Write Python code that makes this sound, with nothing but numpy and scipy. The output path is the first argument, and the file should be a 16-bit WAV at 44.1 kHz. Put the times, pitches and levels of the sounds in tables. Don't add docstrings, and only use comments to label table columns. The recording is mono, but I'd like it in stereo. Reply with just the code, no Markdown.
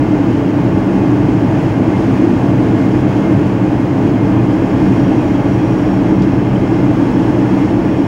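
import sys
import numpy as np
from scipy import signal
from scipy.fft import rfft, irfft
from scipy.io import wavfile
from scipy.ndimage import uniform_filter1d, minimum_filter1d

SR = 44100
rng = np.random.default_rng(int(sys.argv[2]) if len(sys.argv) > 2 else 0)


def to_wav(sig):
    pcm = np.clip(np.atleast_2d(sig), -1, 1) * 32767
    pcm = np.round(pcm).astype(np.int16)
    wavfile.write(sys.argv[1], SR, pcm.T)


N = 355887
TIME_S = np.arange(N) / SR
FREQ_HZ = np.fft.rfftfreq(N, 1 / SR)


def amp(db):
    return 10 ** (np.asarray(db) / 20)


def unit_rms(x):
    return x / np.sqrt(np.mean(x ** 2) + 1e-20)


def over_freq(table):
    hz, value = np.transpose(table)
    return np.interp(np.log(FREQ_HZ + 1), np.log(hz + 1), value)


def over_time(table):
    time_s, value = np.transpose(table)
    return np.interp(TIME_S, time_s, value)


def onset(start_s, rise_s):
    return np.clip((TIME_S - start_s) / rise_s, 0, 1)


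def band(low_hz, high_hz):
    return 1 / (1 + (low_hz / (FREQ_HZ + 1)) ** 20) / (1 + (FREQ_HZ / high_hz) ** 20)


def white_spectrum():
    return rfft(rng.standard_normal(N))


def drift(rate_hz):
    low_pass = np.exp(-.5 * (FREQ_HZ / rate_hz) ** 2) * (FREQ_HZ > 0)
    return unit_rms(irfft(white_spectrum() * low_pass, N))


def tone(pitch_hz, level_db, wander=0., flutter_db=0., rate_hz=4.):
    turns = np.cumsum(pitch_hz * (1 + wander * drift(rate_hz))) / SR
    peak = np.sqrt(2) * amp(level_db + flutter_db * drift(rate_hz))
    return peak * np.sin(2 * np.pi * (turns + rng.random()))


def resonant_noise(centre_hz, width_hz, level_db):
    resonance = 1 / (1 + (2 * (FREQ_HZ - centre_hz) / width_hz) ** 2)
    return amp(level_db) * unit_rms(irfft(white_spectrum() * resonance, N))


def at_level(spectrum, level_db, window_s=0.14):
    noise = irfft(spectrum, N)
    power = uniform_filter1d((noise ** 2).mean(0), int(window_s * SR))
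    return noise / np.sqrt(power + 1e-12) * amp(level_db)


def hull_noise():
    # freq_hz, density_db (before band levels and airflow)
    jet_roar = [(20, -70), (30, -61.5), (52, -45), (74, -51.5), (105, -34.5), (120, -30.5), (150, -38.5),
                (190, -40.5), (222, -42), (262, -34.5), (300, -30), (345, -37), (380, -47.5), (420, -43),
                (470, -49.5)]
    air_rush = [(550, -50), (650, -49.5), (730, -53.5), (835, -51.5), (900, -53), (1010, -57.7),
                (1130, -58), (1340, -65), (1430, -61.5), (1520, -63.3), (1650, -62.5), (1950, -67),
                (2400, -69), (2540, -71.5), (2650, -70), (3000, -73), (3300, -76), (3600, -81)]
    air_hiss = [(4400, -82.5), (5400, -82), (6000, -85.5), (6500, -83.5), (7600, -90), (8700, -94.5),
                (9400, -92.0), (10700, -100.0), (11800, -98), (13400, -104.8), (15400, -105)]
    # freq_hz, coherence
    likeness = [(30, .92), (68, 0.93), (105, .995), (190, 0.99), (300, 0.99), (500, 0.98), (800, 0.98),
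                (1550, 1), (2500, 0.98), (4200, 0.99), (6000, 0.92), (8000, .68), (10000, .995),
                (12000, .998)]
    coherence = np.clip(over_freq(likeness), 0, .999)
    mid = np.sqrt((1 + coherence) / 2) * white_spectrum()
    side = np.sqrt((1 - coherence) / 2) * white_spectrum()
    colour = np.sqrt(SR / 2) * amp(over_freq(jet_roar + air_rush + air_hiss))
    return np.array([mid + side, mid - side]) * colour


def roar_and_rush(low_db=-18.5, mid_db=-14.5, waver_db=0.64, hiss_hz=2600, flicker_db=0.5):
    # time_s, gain_db
    low_band_level = [(0.0, 2), (0.2, -5.5), (0.32, 3.5), (0.46, -3), (0.72, 3.5), (0.91, -7.5),
                      (1.04, 2.6), (1.88, 0.0), (2.14, 3), (2.28, -4), (2.54, 4), (2.86, 0.0), (3.06, 3.5),
                      (3.25, -5.5), (3.38, 5), (3.51, 0.4), (3.97, -1.2), (4.42, 4.5), (4.62, -4),
                      (4.94, 2.5), (5.26, -1.7), (5.52, 1), (5.92, -2), (6.24, 1), (6.5, 2.4), (6.76, -1.3),
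                      (6.89, 4), (7.02, -3), (7.41, 1.5), (7.54, -3.5), (7.67, -1.5), (8.06, -4)]
    mid_band_level = [(0.0, -0.5), (0.26, 0), (0.46, -1), (0.58, 1.3), (0.65, -2), (1.3, 1.5), (1.56, -3),
                      (1.76, -4), (1.82, 2.5), (1.95, -2.7), (2.14, 0.6), (2.21, 4.5), (2.41, -1),
                      (2.8, 1.2), (3.18, -1), (3.32, 1.5), (3.58, -4), (3.7, -0.2), (3.9, -4.5),
                      (3.97, 1.0), (4.68, -0.9), (4.88, 2.5), (5.72, -1.8), (6.18, 2), (6.5, -2.5),
                      (6.89, 0.8), (7.48, -0.4), (8.06, 0)]
    airflow = [(0, -0.7), (1.0, -0.3), (1.4, 0.3), (2.1, 1.1), (2.6, 0.4), (3.25, 1.2), (3.6, -1.5),
               (4.3, 0), (4.9, 1), (5.8, 0), (6.5, -0.7), (7.5, 1), (8.07, -1)]
    spectrum = hull_noise()
    low_band, mid_band = band(low_hz=74, high_hz=154), band(low_hz=218, high_hz=340)
    hiss_band = FREQ_HZ ** 4 / (FREQ_HZ ** 4 + hiss_hz ** 4)
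    rush_band = 1 - hiss_band - low_band - mid_band
    low_roar = at_level(spectrum * low_band, low_db + over_time(low_band_level) + waver_db * drift(3.1))
    mid_roar = at_level(spectrum * mid_band, mid_db + over_time(mid_band_level) + waver_db * drift(2.7))
    airflow_db = over_time(airflow)
    hiss = irfft(spectrum * hiss_band, N) * amp(airflow_db + flicker_db * drift(6))
    rush = irfft(spectrum * rush_band, N) * amp(0.51 * airflow_db)
    return low_roar + mid_roar + rush + hiss


def high_whine(width_hz=480):
    # time_s, pitch_hz
    glide = [(0, 15250), (1.4, 14350), (2.05, 14200), (2.15, 14750), (2.6, 15100), (2.85, 14550),
             (4.1, 14000), (5.0, 14200), (5.2, 14800), (5.8, 15050), (5.95, 14500), (7.5, 14150),
             (7.75, 15050)]
    carrier = tone(over_time(glide), level_db=-77.5, flutter_db=2.5, rate_hz=6)
    return carrier * drift(width_hz / 2)


def screens(line_hz=15734, refresh_hz=60, flutter_hz=13):
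    lit = (TIME_S * refresh_hz) % 1 > .08
    flutter = 1 + .4 * np.sin(2 * np.pi * flutter_hz * TIME_S)
    return tone(line_hz, level_db=-67.5) * lit * flutter


def duct_whines(vent_crest_s=5.6, vent_slope_db_per_s=1.5):
    centres_hz = [2475, 2635, 3099]
    widths_hz = [18, 40, 18]
    levels_db = [-50, -56, -57.5]
    vent_db = -53 - vent_slope_db_per_s * abs(TIME_S - vent_crest_s)
    vent = resonant_noise(centre_hz=3280, width_hz=42, level_db=vent_db)
    return vent + sum(resonant_noise(*whine) for whine in zip(centres_hz, widths_hz, levels_db))


def fans(blades=11, hum_db=-22.2):
    # time_s, shaft_hz
    fan_speed = [(1.8, 192.0), (3.1, 193.1), (4.4, 192.9), (5.2, 191.7), (7.0, 192.1)]
    # time_s, gain_db
    hum_swell = [(0.0, -2.5), (0.39, -5), (0.78, 4), (1.43, -3.5), (1.95, 3.5), (2.41, -0.7), (2.92, 3),
                 (3.38, 0), (3.9, -3), (4.29, 5.5), (4.49, -3), (4.88, 4), (5.2, -6.5), (5.33, 0),
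                 (6.31, 3.5), (7.35, -3.5), (7.54, 4.5), (8.06, -3)]
    shaft_hz = over_time(fan_speed)
    hum = tone(shaft_hz, hum_db + over_time(hum_swell), wander=.006, flutter_db=1.63, rate_hz=5.8)
    second_fan = tone(pitch_hz=186, level_db=-31.5, wander=.012, flutter_db=1.0, rate_hz=3)
    blade_tone = tone(blades * shaft_hz, level_db=-48, wander=.0024, flutter_db=3.5, rate_hz=8)
    return hum + second_fan + blade_tone


def trim_ticks(attack_s=.003):
    # start_s, level_db, centre_hz, width_octaves, t60_s
    ticks = [(6.218, -36, 4500, 0.4, .1), (6.556, -34.5, 3090, .035, .07)]
    out = np.zeros(N)
    for start_s, level_db, centre_hz, width_octaves, t60_s in ticks:
        octaves = np.log2((FREQ_HZ + 1) / centre_hz)
        ring = unit_rms(irfft(white_spectrum() * np.exp(-.5 * (octaves / width_octaves) ** 2), N))
        decay = np.exp(-np.log(1000) * abs(TIME_S - start_s) / t60_s)
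        out += amp(level_db) * ring * onset(start_s, attack_s) * decay
    return out


def hull_throb(crest_s=6.5, slope_db_per_s=4.5):
    shake_db = -33.5 - slope_db_per_s * abs(TIME_S - crest_s)
    shake = tone(pitch_hz=37.7, level_db=shake_db, wander=.01, flutter_db=.5, rate_hz=1.5)
    rumble = resonant_noise(centre_hz=87, width_hz=17, level_db=-32.5)
    return onset(start_s=4.25, rise_s=.19) * (shake + rumble)


def turbine_whistle(start_s=4.38, level_db=-59):
    final_hz, swing_hz = 5455, 410
    first_pass_s, period_s, settle_s = 4.86, 2.7, 1.1
    duct_hz, duct_width_hz, duct_db = 5595, 60, 6
    since_pass_s = np.maximum(TIME_S, start_s) - first_pass_s
    swing = np.exp(-since_pass_s / settle_s) * np.sin(2 * np.pi * since_pass_s / period_s)
    pitch_hz = final_hz + swing_hz * swing
    lift_db = duct_db * np.exp(-((pitch_hz - duct_hz) / duct_width_hz) ** 2)
    whistle = tone(pitch_hz, level_db + lift_db, wander=.0019, flutter_db=3.0, rate_hz=25)
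    return onset(start_s, rise_s=.22) * whistle


def scene():
    # freq_hz, left_minus_right_db
    balance = [(35, -1.2), (66, -2.5), (95, -1.5), (130, -3), (255, 1.5), (370, -1.5), (440, 2.3),
               (590, .3), (830, 3.5), (1450, -0.6), (2120, 2), (2350, 0.5), (2650, 3), (3270, -2.5),
               (3800, 0.7), (10000, 0.03)]
    # freq_hz, left_lead_rad
    phase_lead = [(32, -.04), (55, -.15), (78, .16), (100, .05), (118, -.09), (140, 0)]
    cabin = roar_and_rush() + hull_throb() + fans() + duct_whines()
    cabin += turbine_whistle() + trim_ticks() + screens() + high_whine()
    lean_db = over_freq(balance) / 2
    phasor = np.exp(1j * over_freq(phase_lead) / 2)
    wall_response = amp([lean_db, -lean_db]) * np.array([phasor, 1 / phasor])
    return irfft(rfft(cabin) * wall_response, N)


def record(dry, knee=0.71, cutoff_hz=15820):
    excess = np.maximum(abs(dry) - knee, 0)
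    rounded_excess = (1 - knee) * np.tanh(excess / (1 - knee))
    needed_gain = 1 - (excess - rounded_excess) / (abs(dry) + 1e-9)
    gain = minimum_filter1d(needed_gain.min(0), size=600)
    gain = uniform_filter1d(uniform_filter1d(gain, size=300), size=300)
    low_pass = signal.firwin(1023, cutoff_hz, window=("kaiser", 9), fs=SR)
    return signal.oaconvolve(dry * gain, low_pass[None], "same")


dry = scene()
out = record(dry)
to_wav(out)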